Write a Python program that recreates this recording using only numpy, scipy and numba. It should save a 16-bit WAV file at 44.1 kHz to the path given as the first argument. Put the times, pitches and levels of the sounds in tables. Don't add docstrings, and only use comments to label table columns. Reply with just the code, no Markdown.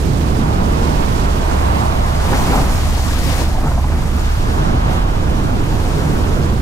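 import sys
import numpy as np
from scipy import signal
from scipy.fft import rfft, irfft, next_fast_len
from scipy.io import wavfile
from scipy.ndimage import uniform_filter1d, minimum_filter1d
from numba import njit

SR = 44100
rng = np.random.default_rng(int(sys.argv[2]) if len(sys.argv) > 2 else 0)


def materialize(psi):
    bounded = np.clip(np.atleast_2d(psi).T, -1, 1)
    quanta = np.round(bounded * 32767).astype(np.int16)
    wavfile.write(sys.argv[1], SR, quanta)


N = 291501
TIME = np.arange(N) / SR
FFT_SIZE = next_fast_len(N + 4096)
FREQS = np.maximum(np.arange(FFT_SIZE // 2 + 1) * SR / FFT_SIZE, 1)
PORT_LAG_S = .00016
TOP_HZ = 15620

# frequency_hz, relative_db
ROAR_SPECTRUM = [(70, -25), (130, 4.5), (190, 0), (290, -1.5), (400, -3.5), (550, -10.5), (900, -23),
                 (2000, -35)]
FOAM_SPECTRUM = [(400, -30), (600, 0.5), (760, -0.5), (950, -1.5), (1150, -3), (1450, -10.5), (2200, -18.5),
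                 (3500, -23.5), (7000, -41)]
SPRAY_SPECTRUM = [(800, -25), (1200, -3), (1500, 3), (2000, -10.5), (3000, -9.5), (6000, -23)]
# start_s, roar_hold_s, roar_db, foam_db, foam_rise_s, spray_over_foam_db
CRESTS = [(-.25, .85, -22.7, -30.8, .8, -13), (.65, .9, -32, -29.4, 1.0, -19),
          (3.93, .25, -35.5, -37.3, .25, -5), (4.33, .2, -25.3, -32, .28, -8),
          (5.1, .2, -25.2, -37.4, .2, -6), (5.75, .7, -25, -36.5, .4, -7)]
def breakers():
    roaring = foaming = spraying = 0
    for start, hold, roar_db, foam_db, foam_rise, spray_db in CRESTS:
        froth = swell(start, foam_rise, hold_s=.35, fade_s=1.7) * undb(foam_db)
        collapse = swell(start, rise_s=.2, hold_s=hold, fade_s=3.2) * undb(roar_db)
        roaring = np.hypot(roaring, collapse)
        foaming = np.hypot(foaming, froth)
        spraying = np.hypot(spraying, froth * undb(spray_db))
    roar = colour(port_noise(0.77, lag_s=-0.00022), ROAR_SPECTRUM, flicker_db=1.4, rate_hz=22)
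    foam = colour(port_noise(0.79, phase_rad=2.54), FOAM_SPECTRUM, flicker_db=1.0, rate_hz=26)
    spray = colour(port_noise(0.67, phase_rad=2.2), SPRAY_SPECTRUM, flicker_db=2.0, rate_hz=28)
    return (unit_rms(pan(roar, db=-8), 140, 420) * roaring
            + unit_rms(pan(foam, db=-4), 650, 1500) * foaming
            + unit_rms(pan(spray, db=-1), 1000, 3000) * spraying)


# start_s, rise_s, hold_s, fade_s, water_db, stones_db
WASHES = [(-.45, .45, .3, .7, -40.5, -39.9), (.1, .75, .4, 2.4, -51, -37.8), (1.2, .35, .3, .7, -32.5, -45),
          (1.82, .25, .15, .4, -36, -42.5), (2.13, .19, .11, .4, -26.3, -34.9),
          (2.42, .1, .09, .34, -25.6, -36.2), (2.6, .12, .55, .3, -33.8, -37.1),
          (2.88, .1, .2, .3, -42, -40), (3.15, .14, .14, .12, -29.6, -34.1),
          (3.42, .07, .24, .5, -32, -43.7), (3.78, .15, .05, .55, -30.5, -48.5),
          (3.88, .36, .38, .6, -45, -40.5), (4.78, .15, .03, .13, -31, -41.4),
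          (4.95, .15, .3, .6, -43, -47.3), (5.0, .9, .17, 2.3, -33.6, -40.5)]
def wash_levels():
    flow, rolling = undb(-41), undb(-46.5)
    for start, rise, hold, fade, water_db, stones_db in WASHES:
        wash = swell(start, rise, hold, fade)
        flow = np.hypot(flow, wash * undb(water_db))
        rolling = np.hypot(rolling, wash * undb(stones_db))
    return flow, rolling


# frequency_hz, relative_db
CHURN_SPECTRUM = [(130, 3), (250, -3), (480, -12.5), (780, -6), (1100, -9.5), (1600, -19), (2200, -19),
                  (5000, -32)]
SURGE_SPECTRUM = [(110, -12), (180, -1), (280, 1.5), (430, -11.5), (700, -12), (1200, -23)]
def swash(flow):
    churn = colour(port_noise(0.44, lag_s=PORT_LAG_S), CHURN_SPECTRUM, flicker_db=1.5, rate_hz=28)
    bubbles = grains(per_s=600, low_hz=445, high_hz=1682, cycles=26.5, spread_db=3.5,
                     side=0.32, glide=0.089)
    surge = colour(port_noise(1.0, lag_s=PORT_LAG_S), SURGE_SPECTRUM, flicker_db=3.5, rate_hz=24)
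    depth = undb(0.5) * np.sqrt(flow / flow.max())
    water = (undb(-1.5) * unit_rms(churn, 600, 1500)
             + undb(-4.5) * unit_rms(bubbles, 600, 1500)
             + pan(depth * unit_rms(surge, 140, 420), db=11.5))
    return pan(water * flow, db=-2.5)


# start_s, relative_peak_db, pitch_hz, t60_s, closing_s, note_over_splash_db
AIR_POCKETS = [(2.322, -8.7, 806, 0.086, 0.011, 1), (2.52, -7, 763, 0.23, 0.022, 0),
               (2.568, -14.5, 1000, .16, .012, -10), (3.583, -16, 730, .035, 0.0027, 4),
               (3.632, -17, 800, .2, .008, -8), (3.668, -13, 890, 0.041, 0.0048, 5),
               (3.676, -18.5, 1330, 0.056, .003, 6), (3.717, -12.5, 855, 0.022, 0.0017, -8),
               (3.774, -12, 700, 0.051, 0.0064, 5), (3.84, -17, 823, .04, 0.0036, 5),
               (3.88, -19, 1250, .06, .005, -10)]
def slops():
    out = np.zeros((2, N))
    age = np.arange(SR // 4) / SR
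    lag = int(PORT_LAG_S * SR)
    for start, peak_db, hz, t60, closing, note_db in AIR_POCKETS:
        pocket = signal.butter(3, [hz / 1.92, hz * 1.52], "band", fs=SR, output="sos")
        splash = signal.sosfilt(pocket, rng.standard_normal(len(age)))
        note = np.sin(2 * np.pi * hz * age * (1 + 0.68 * age))
        envelope = np.minimum(age / closing, 1) * undb(-60 * np.maximum(age - closing, 0) / t60)
        burst = (splash / splash.std() + undb(note_db) * note) * envelope
        burst *= undb(peak_db - 1.5) / abs(burst).max()
        for channel in range(2):
            i = int(start * SR) + channel * lag
            out[channel, i:i + len(age)] += burst
    return pan(out, db=0)


# start_s, level_db, pitch_hz, length_s
FALLING_WATER = [(.065, -20, 147, .08), (.185, -19, 159, .07), (.375, -21, 225, .06),
                 (.455, -20.5, 152, .07), (.61, -23, 220, .06), (.68, -21, 137, .07),
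                 (.79, -19.5, 234, .07), (.865, -20, 152, .06), (2.548, -20, 253, .06),
                 (3.63, -21, 257, .04), (3.648, -16, 150, .07), (4.582, -20, 151, .06),
                 (4.735, -20, 127, .07), (4.88, -20, 148, .06), (4.962, -23.5, 250, .05),
                 (5.38, -19.5, 134, .07), (5.535, -20, 128, .07), (5.945, -21, 136, .06),
                 (6.04, -20.5, 146, .06), (6.16, -22, 249, .055), (6.222, -21, 141, .06)]
def thuds():
    out = np.zeros((2, N))
    for start, level_db, hz, length in FALLING_WATER:
        size = int(length * SR)
        age = np.arange(size) / SR
        cloud = signal.butter(2, [hz / 1.26, hz * 1.78], "band", fs=SR, output="sos")
        churn = signal.sosfilt(cloud, rng.standard_normal(SR // 4))[-size:]
        throb = np.sqrt(2) * np.sin(2 * np.pi * (hz * age + rng.random()))
        envelope = np.sin(np.pi * (np.arange(size) / size) ** .7)
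        burst = undb(level_db) * envelope * (throb + undb(-5) * churn / churn.std())
        i = int(start * SR)
        out[:, i:i + size] += burst[:N - i]
    return pan(out, db=0.5)


# frequency_hz, relative_db
STONE_SPECTRUM = [(900, -1), (1700, 3), (2600, 0.5), (4000, -1), (5500, -2.5), (7500, -5), (9000, -6.5),
                  (12000, -11), (15500, -14.5)]
# time_s, left_minus_right_db
HISS_PATH = [(0.0, -14), (0.4, -21), (1.1, -9.5), (1.84, -13), (1.97, -2.5), (2.38, 3), (2.7, -1),
             (3.25, 4.5), (3.7, -.5), (4.25, 1.5), (5.5, -3), (6.0, 2), (6.6, -6.5)]
def shingle(flow, rolling, drain_s=.25, fizz_db_per_db=.3):
    pan_db = np.interp(TIME, *np.transpose(HISS_PATH))
    leftness = .5 + .5 * np.tanh((pan_db + 5.5) / 2.9)
    from_left, from_right = port_noise(0.37, lag_s=PORT_LAG_S), port_noise(0.074, lag_s=-PORT_LAG_S)
    hiss = np.sqrt(leftness) * from_left + np.sqrt(1 - leftness) * from_right
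    clicks = grains(per_s=2200, low_hz=3500, high_hz=15000, cycles=6, spread_db=2.9,
                    side=2 * leftness - 1)
    clicks = filtered(clicks, np.sqrt(FREQS / 7000))
    stones = colour(hiss + undb(-9) * clicks, STONE_SPECTRUM, flicker_db=1.17, rate_hz=60)
    stones = pan(stones, pan_db) / np.sqrt(undb(pan_db) + undb(-pan_db))
    stones *= undb(0.22 * wander(rate_hz=48))
    retention = np.exp(-1 / (drain_s * SR))
    wetness = flow[0] + signal.lfilter([1 - retention], [1, -retention], flow - flow[0])
    wet_db = 20 * np.log10(wetness)
    fizz = filtered(stones, 1 / (1 + (8500 / FREQS) ** 6))
    stones += fizz * (undb(fizz_db_per_db * (wet_db - wet_db.mean())) - 1)
    return unit_rms(stones, 3000, 8000) * rolling


# frequency_hz, relative_db
RUMBLE_SPECTRUM = [(10, -3.5), (28, 2), (48, 0.5), (66, -2), (90, -11.5), (150, -21), (400, -64)]
BUFFET_SPECTRUM = [(45, -36), (75, 3), (100, 0), (140, -5.5), (200, -9.5), (400, -25.5), (900, -43)]
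# start_s, hold_s, large_eddies_db, small_eddies_db
GUSTS = [(-.35, .3, -32, -24), (.2, .15, -21, -22), (.6, .1, -20, -37), (1.35, 0.32, -22, -27.5),
         (2.0, .15, -14.5, -38), (3.2, .12, -15.5, -24), (3.8, .1, -35, -26), (4.45, .2, -23, -22),
         (4.75, .25, -14.5, -27.5), (5.3, .1, -28, -22), (5.9, .35, -22, -23)]
def wind():
    large, small = undb(-21), undb(-28)
    for start, hold, large_db, small_db in GUSTS:
        gust = swell(start, rise_s=.35, hold_s=hold, fade_s=1.7)
        large = np.hypot(large, gust * undb(large_db))
        small = np.hypot(small, gust * undb(small_db))
    rumble = colour(port_noise(0.96), RUMBLE_SPECTRUM, flicker_db=0.3, rate_hz=14)
    buffet = colour(port_noise(0.97), BUFFET_SPECTRUM, flicker_db=1.2, rate_hz=20)
    return (unit_rms(pan(rumble, db=-1.5), 18, 62) * large
            + unit_rms(pan(buffet, db=-3.5), 82, 150) * small)


def hum(pitch_hz=71.7, dip_db=9):
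    level_db = -21.5 - dip_db * swell(start_s=4.5, rise_s=1.2, hold_s=.4, fade_s=.55)
    phase = 2 * np.pi * pitch_hz * TIME + 0.12 * wander(rate_hz=4.2)
    level_db += 0.52 * wander(rate_hz=6.05)
    return pan(np.sqrt(2) * np.sin(phase) * undb(level_db), db=-4.5)


def undb(db):
    return 10 ** (np.asarray(db) / 20)


def pan(x, db):
    return x * undb(np.array([[.5], [-.5]]) * db)


def filtered(x, gain):
    return irfft(rfft(x, FFT_SIZE) * gain, FFT_SIZE)[..., :N]


def unit_rms(x, low_hz, high_hz):
    return x / np.std(filtered(x.mean(0), (FREQS > low_hz) & (FREQS < high_hz)))


def swell(start_s, rise_s, hold_s, fade_s):
    age = TIME - start_s
    return np.clip(age / rise_s, 0, 1) * undb(-20 * np.maximum(age - rise_s - hold_s, 0) / fade_s)


def wander(rate_hz):
    step = int(SR / rate_hz)
    steps = np.repeat(rng.standard_normal(N // step + 1), step)
    return 1.3 * uniform_filter1d(uniform_filter1d(steps, step), step)[:N]


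def colour(x, spectrum, flicker_db, rate_hz):
    hz, db = np.transpose(spectrum)
    octave = np.log2(FREQS / hz[0])
    shaped = rfft(x, FFT_SIZE) * undb(np.interp(octave, np.log2(hz / hz[0]), db))
    out = 0
    for k in range(int(np.log2(hz[-1] / hz[0])) + 2):
        band = irfft(shaped * np.maximum(1 - abs(octave - k), 0), FFT_SIZE)[:, :N]
        out = out + band * undb(flicker_db * wander(rate_hz))
    return out


def port_noise(coherence, phase_rad=0, lag_s=0):
    left, own = rng.standard_normal((2, N))
    shared = filtered(left, np.exp(-1j * (phase_rad + 2 * np.pi * FREQS * lag_s)))
    return np.array([left, coherence * shared + np.sqrt(1 - coherence ** 2) * own])


@njit
def ring(start, hz, cycles, amplitude, lag, glide):
    out = np.zeros((2, N))
    for k in range(len(start)):
        length, phase = int(cycles[k] * SR / hz[k]), 0.
        for i in range(length):
            progress = i / length
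            phase += 2 * np.pi * hz[k] * (1 + glide * progress) / SR
            pressure = amplitude[k] * np.exp(-6 * progress) * np.sin(phase)
            left, right = int(start[k]) + i, int(start[k] + lag[k]) + i
            if left < N and 0 <= right < N:
                out[0, left] += pressure
                out[1, right] += pressure
    return out


def grains(per_s, low_hz, high_hz, cycles, spread_db, side, glide=0):
    when, pitch, life, size, bearing = rng.random((int(per_s * N / SR), 5)).T
    start = when * (N - 1)
    hz = low_hz * (high_hz / low_hz) ** pitch
    lag = PORT_LAG_S * SR * (np.broadcast_to(side, N)[start.astype(int)] + bearing - .5)
    amplitude = undb(-spread_db * np.log(1 - .995 * size))
    out = ring(start, hz, cycles * (.5 + life), amplitude, lag, float(glide))
    return out / out.std()


def bass_limiter(x, edge_hz=240, drive_db=3.7, ceiling=.45, hold_s=.03):
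    bass = filtered(x, 1 / (1 + (FREQS / edge_hz) ** 4))
    driven = bass * undb(drive_db)
    allowed_gain = ceiling / np.maximum(abs(driven).max(0), ceiling)
    hold = int(hold_s * SR)
    return x - bass + driven * uniform_filter1d(minimum_filter1d(allowed_gain, hold), hold)


def scene():
    flow, rolling = wash_levels()
    return wind() + hum() + breakers() + swash(flow) + slops() + shingle(flow, rolling) + thuds()


def record(dry):
    held = bass_limiter(dry)
    rounded = held / (1 + (held / .95) ** 6) ** (1 / 6)
    return signal.sosfilt(signal.ellip(10, .2, 80, TOP_HZ, fs=SR, output="sos"), rounded)


dry = scene()
out = record(dry)
materialize(out)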